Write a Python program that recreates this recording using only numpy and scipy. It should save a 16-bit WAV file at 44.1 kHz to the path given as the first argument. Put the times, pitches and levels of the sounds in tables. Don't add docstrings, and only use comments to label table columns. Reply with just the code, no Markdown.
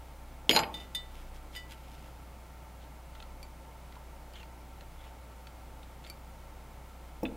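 import sys
import numpy as np
from scipy import signal
from scipy.fft import rfft, irfft, next_fast_len
from scipy.io import wavfile
from scipy.ndimage import map_coordinates

SR = 44100
rng = np.random.default_rng(int(sys.argv[2]) if len(sys.argv) > 2 else 0)


def materialize(psi):
    bounded = np.clip(np.atleast_2d(psi).T, -1, 1)
    quanta = np.round(bounded * 32767).astype(np.int16)
    wavfile.write(sys.argv[1], SR, quanta)


N = 324576
T = np.arange(SR // 2) / SR
TOP_HZ = 15800

# f/Hz, level/dB, waver/dB
MOTOR_HUM = [(28.6, -58.5, -6.5), (60.3, -50.5, 0.14), (309.6, -74.5, 3.5), (902, -68, -0.5)]
# f/Hz, level/dB
FAN_AIR = [(12, -42), (22, -16), (32, -12.5), (45, -12.5), (70, -10), (110, -12.5), (306, -17.5),
           (439, -20.5), (519, -19.5), (881, -18), (985, -25), (1340, -23), (1720, -28.5), (2150, -26.5),
           (2400, -29.5), (4000, -34.5), (5500, -37), (15500, -39.5)]
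# f/Hz, width/Hz, level/dB
FAN_CASING = [(140, 25, 1.5), (296, 2.7, -1), (534, 28, -2.5), (624, 91, -11), (706, 14.4, -3.5),
              (762, 6.2, -1), (888.4, 35, -1), (1050, 23.4, -7), (1147, 17, -8.5), (1348, 20, -4.5),
              (2180, 37, -12.5)]
# t/s, crack level/dB, ring level/dB, ring f/Hz, thump level/dB, thump f/Hz
BLOWS = [(0.4937, -18, -3.5, 3200, -20, 348), (0.5103, -20.5, -17, 2270, -29.5, 302),
         (0.5301, -30, -30, 2880, -27.5, 605), (0.550, -26, -39, 2460, -21.5, 376),
         (0.5627, -19, -10, 4120, -25.5, 950), (0.5638, -39, -22, 1480, -28, 606),
         (0.572, -25.5, -16, 4100, -21.5, 910), (0.5904, -23.5, -31, 7120, -24.5, 890),
         (0.601, -40, -39, 7260, -32, 160), (0.626, -52, -33, 2240, -34, 450),
         (0.6346, -32, -35.5, 2520, -40, 800), (7.2290, -56, -51, 2560, -24.5, 328),
         (7.2527, -39.5, -31, 2550, -32.5, 180), (7.254, -62, -38, 3510, -42, 260)]
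# f/Hz, level/dB
CRACK = [(300, -35), (1200, -10.5), (1800, -0.5), (2900, 5), (3800, -6.5), (4700, 1), (5500, -8),
         (6000, -19.5), (6700, -2.5), (9000, -41), (16000, -43.5)]
# f/Hz, level/dB
FIZZ = [(2500, -34), (5000, 7.5), (7000, -3), (8500, -0.5), (12000, 1.5), (16000, -11)]
# f/Hz, level/dB, t60/s
BENCH_MODES = [(140.4, 8.5, 0.04), (167, -16.5, 0.31), (256, -2.5, 0.22), (323, -5.5, 0.16),
               (344, 1, 0.026), (494, -3.5, 0.079), (533, -6.5, .06), (681.4, -0.5, 0.15),
               (813, 0.5, 0.065), (877, 1.5, 0.11), (1099, -8, 0.065), (1407, 0, .06)]
# f/Hz, level/dB
WOOD_KNOCK = [(60, -26), (110, -16), (160, 6.5), (300, -13.5), (900, -5.5), (1200, -14.5), (2000, -17),
              (4000, -38.5)]
# f/Hz, level/dB, rise/s, t60/s once landed
KICKED_MODES = [(4163, -32, .075, .13), (4893, -31, .035, .2), (6923, -35, .025, .08),
                (9216, -40, .045, .08), (10490, -48, .015, .22), (11512, -41, .025, .25),
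                (14650, -46.5, .003, .14), (14667, -52, .003, .14)]
# f/Hz, t60/s
ROOM_DECAY = [(150, 0.87), (800, 0.5), (2500, 0.29), (6000, 0.15), (14000, .12)]
# t/s, tool level/dB, brass level/dB
CLINKS = [(0.7405, -50, -44), (0.7995, -58, -53), (0.948, -44, -36), (1.549, -52, -60), (1.561, -44, -58)]
# f/Hz, level/dB, t60/s before finger damping
THIN_TOOL_MODES = [(1978, 2.5, 0.48), (2980, 1, 0.3), (4470, -13.5, 0.35), (4880, 0, 0.16),
                   (5500, -19, 0.23), (6900, -12, .21), (8037, -16, 0.31), (9000, -10.5, .1),
                   (11700, -12, 0.1), (12100, -10, 0.08)]
# f/Hz, level/dB, t60/s before finger damping
BRASS_MODES = [(3587, 3.5, 0.28), (3590, 1, 0.17), (4030, -12.5, 0.24), (6260, -15, .08),
               (6500, -17.5, 0.084), (9380, -19.5, 0.082), (9530, -10, 0.064), (10200, -22, .06),
               (12900, -21, .06), (13660, -35, .08), (15400, -26, 0.055)]
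# f/Hz, level/dB
CONTACT = [(600, -24), (1500, 1), (2400, 3.5), (3200, 5), (4400, -4), (5400, -14), (7000, -8), (10000, -25),
           (16000, -24)]
# middle t/s, length/s, level/dB
SLIDES = [(0.79, 0.13, -56.5), (1.187, 0.15, -61), (1.36, 0.041, -59), (1.563, 0.051, -50.5),
          (1.718, 0.044, -52), (1.97, 0.36, -63)]
# middle t/s, length/s, level/dB
TURNS = [(2.828, 0.042, -62), (3.172, 0.12, -69), (4.38, 0.082, -56.5), (5.05, 0.11, -62),
         (6.066, 0.07, -64)]
# f/Hz, width/Hz, level/dB
HELD_MODES = [(840, 70, -24), (1370, 84, 2), (2230, 140, 3), (3020, 98, -8.5), (3740, 91, 2.5),
              (4370, 88, 3.5), (5770, 200, -11), (6740, 200, -21)]
# t/s, level/dB
CATCHES = [(3.1507, -40), (3.2021, -36.5), (3.2245, -37.5), (3.924, -44), (3.9549, -44), (4.3557, -39),
           (4.4306, -37.5), (4.8085, -41), (5.47, -38), (5.8301, -43), (6.0407, -40.5), (6.0474, -38),
           (6.0656, -37.5)]
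# t/s, level/dB, f/Hz, t60/s
GRIP_KNOCKS = [(3.966, -42, 986, .039)]
# t/s, level/dB
BLADE_SLIPS = [(3.429, -51.5), (4.335, -60), (6.073, -57), (6.099, -46)]
# f/Hz, level/dB, t60/s
HOUSING_MODES = [(2345, -1.5, 0.079), (4530, 2, 0.063), (4810, -5, 0.059), (7400, -8, 0.074),
                 (8750, -7, 0.036), (12200, -11, 0.062)]
# start t/s, length/s, first f/Hz, last f/Hz, level/dB
SQUEAKS = [(4.334, 0.052, 3170, 3040, -57), (4.38, 0.05, 3170, 2640, -58.5), (4.97, 0.059, 3210, 3600, -67),
           (5.045, 0.039, 3000, 2600, -75)]
# t/s, level/dB
TINKLES = [(7.2322, -46)]
# f/Hz, level/dB, t60/s
TINY_PART_MODES = [(5500, -5, .035), (9200, -14, 0.12), (10600, -9.5, .025), (11740, -9.5, .02),
                   (15200, -0.5, 0.051)]
# f/Hz, level/dB
HISS = [(30, -8), (150, 7), (450, 6.5), (1100, -19.5), (3000, -18), (5500, -1), (15000, 0.5)]


def amp(db):
    return 10 ** (np.asarray(db) / 20)


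def unit(x):
    return x / np.sqrt(np.mean(x ** 2) + 1e-20)


def along(points, hz):
    f, v = np.transpose(points)
    return np.interp(np.log(hz + 1), np.log(f + 1), v)


def filtered(x, response):
    size = next_fast_len(len(x) + 8192)
    return irfft(rfft(x, size) * response(np.fft.rfftfreq(size, 1 / SR)), size)[:len(x)]


def resonances(modes, f):
    return sum((-1) ** k * amp(db) * 1j * f * width / (hz * hz - f * f + 1j * f * width)
               for k, (hz, width, db) in enumerate(modes))


def noise(spectrum, size=len(T)):
    return unit(filtered(rng.standard_normal(size), lambda f: amp(along(spectrum, f))))


def wobble(rate):
    return map_coordinates(rng.standard_normal(int(N * rate / SR) + 4), [np.arange(N) * rate / SR])


def attack(rise_s):
    return 1 - np.exp(-T / rise_s)


def fade(t60):
    return amp(-60 * T / max(t60, .001))


def tone(hz):
    return np.sin(2 * np.pi * (hz * T + rng.random()))


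def burst(carrier, t60):
    shape = fade(t60)
    return unit(carrier * shape) * np.sqrt(np.mean(shape ** 2))


def add(track, s, sound):
    part = track[max(round(s * SR), 0):][:len(sound)]
    part += sound[:len(part)]


def motor_and_fan(air_db=-54.5, casing_db=-59):
    t = np.arange(N) / SR
    hum = sum(np.sqrt(2) * amp(db + waver_db * wobble(3)) * np.sin(2 * np.pi * (hz * t + rng.random()))
              for hz, db, waver_db in MOTOR_HUM)
    casing = unit(filtered(rng.standard_normal(N), lambda f: resonances(FAN_CASING, f)))
    return hum + amp(air_db) * noise(FAN_AIR, N) + amp(casing_db) * casing


def impacts(rebound_s=.0075, metal_loss_db=12, thump_loss_db=6, detune=0.033):
    for s, crack_db, ring_db, ring_hz, thump_db, thump_hz in BLOWS:
        yield s, crack_db, ring_db, ring_hz, thump_db, thump_hz
        yield (s + rebound_s * rng.uniform(.9, 1.1), crack_db - metal_loss_db, ring_db - metal_loss_db,
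               ring_hz * (1 + detune * rng.random()), thump_db - thump_loss_db, thump_hz)


def tool_clatter(medium_db=-19.5, medium_t60=0.021, press_damping=.36, spread=0.18):
    out = np.zeros(N)
    for s, crack_db, ring_db, hz, _, _ in impacts():
        t60 = medium_t60 * amp(-press_damping * (ring_db - medium_db))
        neighbours = sum(tone(min(hz * (1 + side * spread * rng.uniform(0.57, 0.77)), TOP_HZ))
                         for side in (-1, 1))
        ring = amp(ring_db) * (tone(hz) + amp(-12) * neighbours) * fade(t60) * attack(0.00031)
        force_db = crack_db - medium_db
        cutoff_hz = 8120 * 2 ** (force_db / 13.5)
        crack_noise = filtered(noise(CRACK), lambda f: 1 / (1 + (f / cutoff_hz) ** 8))
        crack = amp(crack_db) * burst(crack_noise, t60=0.032)
        fizz = amp(-29.5 + 2 * force_db) * burst(noise(FIZZ), t60=0.017)
        add(out, s, ring + (crack + fizz) * attack(0.00017))
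    return out


def bench_thumps(above_db_per_octave=10, below_db_per_octave=14, lag_s=0.00045):
    out = np.zeros(N)
    for s, _, _, _, db, thump_hz in impacts():
        def focus(f):
            octaves = np.log2((f + 1) / thump_hz)
            return amp(np.minimum(-above_db_per_octave * octaves, below_db_per_octave * octaves))

        boom = sum(amp(mode_db + rng.normal(0, 0.55)) * focus(hz) * tone(hz) * fade(t60)
                   for hz, mode_db, t60 in BENCH_MODES)
        knock = burst(filtered(noise(WOOD_KNOCK), focus), t60=0.067)
        add(out, s + lag_s, amp(db) * (0.43 * boom + amp(-4) * knock) * attack(0.0008))
    return out


def kicked_tool(kicked_s=0.496, landed_s=0.568):
    out = np.zeros(N)
    resting_s = np.maximum(T - (landed_s - kicked_s), 0)
    ring = sum(amp(db - 60 * resting_s / t60) * attack(rise) * tone(hz)
               for hz, db, rise, t60 in KICKED_MODES)
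    add(out, kicked_s, ring)
    return out


def room(send):
    hz, t, spectrum = signal.stft(rng.standard_normal(len(T)), SR, nperseg=256)
    decay = amp(-60 * t / along(ROOM_DECAY, hz)[:, None])
    tail = signal.istft(spectrum * decay, SR, nperseg=256)[1]
    return signal.fftconvolve(send, tail / np.linalg.norm(tail))[:N]


def fingered_ring(modes, tilt_db_per_octave, finger_t60=1.5):
    return sum(amp(db + tilt_db_per_octave * np.log2(hz / 3500) + rng.normal(0, 0.69))
               * np.sin(2 * np.pi * hz * T) * fade(t60) for hz, db, t60 in modes) * fade(finger_t60)


def clinks(firm_db=-34.5):
    out = np.zeros(N)
    for s, tool_db, brass_db in CLINKS:
        force_db = max(tool_db, brass_db)
        tilt = 5 + 0.36 * (force_db - firm_db)
        click = amp(force_db - 5) * burst(noise(CONTACT) + amp(-4) * noise(FIZZ), t60=0.068)
        tool = amp(tool_db) * fingered_ring(THIN_TOOL_MODES, tilt)
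        brass = amp(brass_db) * fingered_ring(BRASS_MODES, tilt)
        add(out, s, (tool + brass + click) * attack(0.00062))
    return out


def scrapes(strokes, fizz_db, grain_db=4):
    t = np.arange(N) / SR
    friction = noise(CONTACT, N) + amp(fizz_db) * noise(FIZZ, N)
    grain = unit(amp(grain_db * wobble(350)))
    swells = sum(amp(db) * np.exp(-(2 * (t - s) / length) ** 2) for s, length, db in strokes)
    return grain * friction * swells


def tick(detune=0.053):
    modes = [(hz * (1 + detune * rng.normal()), width, db + rng.normal(0, 2.0))
             for hz, width, db in HELD_MODES]
    hollow = sum(amp(db) * tone(hz) * np.exp(-np.pi * width * T) for hz, width, db in modes)
    body = filtered(rng.standard_normal(len(T)), lambda f: resonances(modes, f) / (1 + (f / 8000) ** 4))
    grit = burst(body, t60=0.021)
    click = burst(noise(CONTACT), t60=0.027)
    return (amp(-12) * hollow + amp(-7) * grit + amp(-5) * click) * attack(0.00029)


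def housing_ticks(catch_db=-5, slips_per_turn=2, slip_db=1, scatter_db=4):
    out = np.zeros(N)
    for s, db in CATCHES:
        add(out, s, amp(db + catch_db) * tick())
    for s, length, db in TURNS:
        for offset, strength in rng.standard_normal((slips_per_turn, 2)):
            add(out, s + offset * length / 2, amp(db + slip_db + scatter_db * strength) * tick())
    for s, db, hz, t60 in GRIP_KNOCKS:
        add(out, s, amp(db) * tone(hz) * fade(t60) * attack(.0003))
    return out


def blade_slips():
    out = np.zeros(N)
    for s, db in BLADE_SLIPS:
        ring = sum(amp(mode_db + rng.normal(0, 3.7)) * tone(hz) * fade(t60)
                   for hz, mode_db, t60 in HOUSING_MODES)
        snap = amp(4) * burst(noise(FIZZ), t60=0.018)
        add(out, s, amp(db) * (amp(-1) * tick() + (ring + snap) * attack(.0002)))
    return out


def thread_squeaks(jitter=0.05, rough_db=4):
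    out = np.zeros(N)
    for s, length, first_hz, last_hz, db in SQUEAKS:
        size = round(length * SR)
        pitch = np.linspace(first_hz, last_hz, size) * (1 + jitter * wobble(373)[:size])
        roughness = amp(rough_db * wobble(174)[:size])
        whistle = unit(np.sin(2 * np.pi * np.cumsum(pitch) / SR) * roughness)
        add(out, s, amp(db) * whistle * signal.windows.tukey(size, .5))
    return out


def tinkle():
    out = np.zeros(N)
    ring = sum(amp(db) * tone(hz) * fade(t60) for hz, db, t60 in TINY_PART_MODES)
    snap = amp(-3) * burst(noise(FIZZ), t60=0.028)
    for s, db in TINKLES:
        add(out, s, amp(db) * (ring + snap) * attack(.0004))
    return out


def scene():
    wood = bench_thumps()
    hits = tool_clatter() + tinkle()
    rings = kicked_tool() + clinks()
    handling = housing_ticks() + blade_slips() + thread_squeaks()
    handling += scrapes(SLIDES, fizz_db=-6.5) + scrapes(TURNS, fizz_db=-18)
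    reverb = room(amp(-9.5) * wood + amp(-32) * rings + amp(-15) * (hits + handling))
    mono = wood + hits + rings + handling + reverb + motor_and_fan()
    return np.array([mono, mono])


def record(dry, hiss_db=-73.0):
    return np.array([filtered(channel + amp(hiss_db) * noise(HISS, N), lambda f: f < TOP_HZ)
                     for channel in dry])


dry = scene()
out = record(dry)
materialize(out)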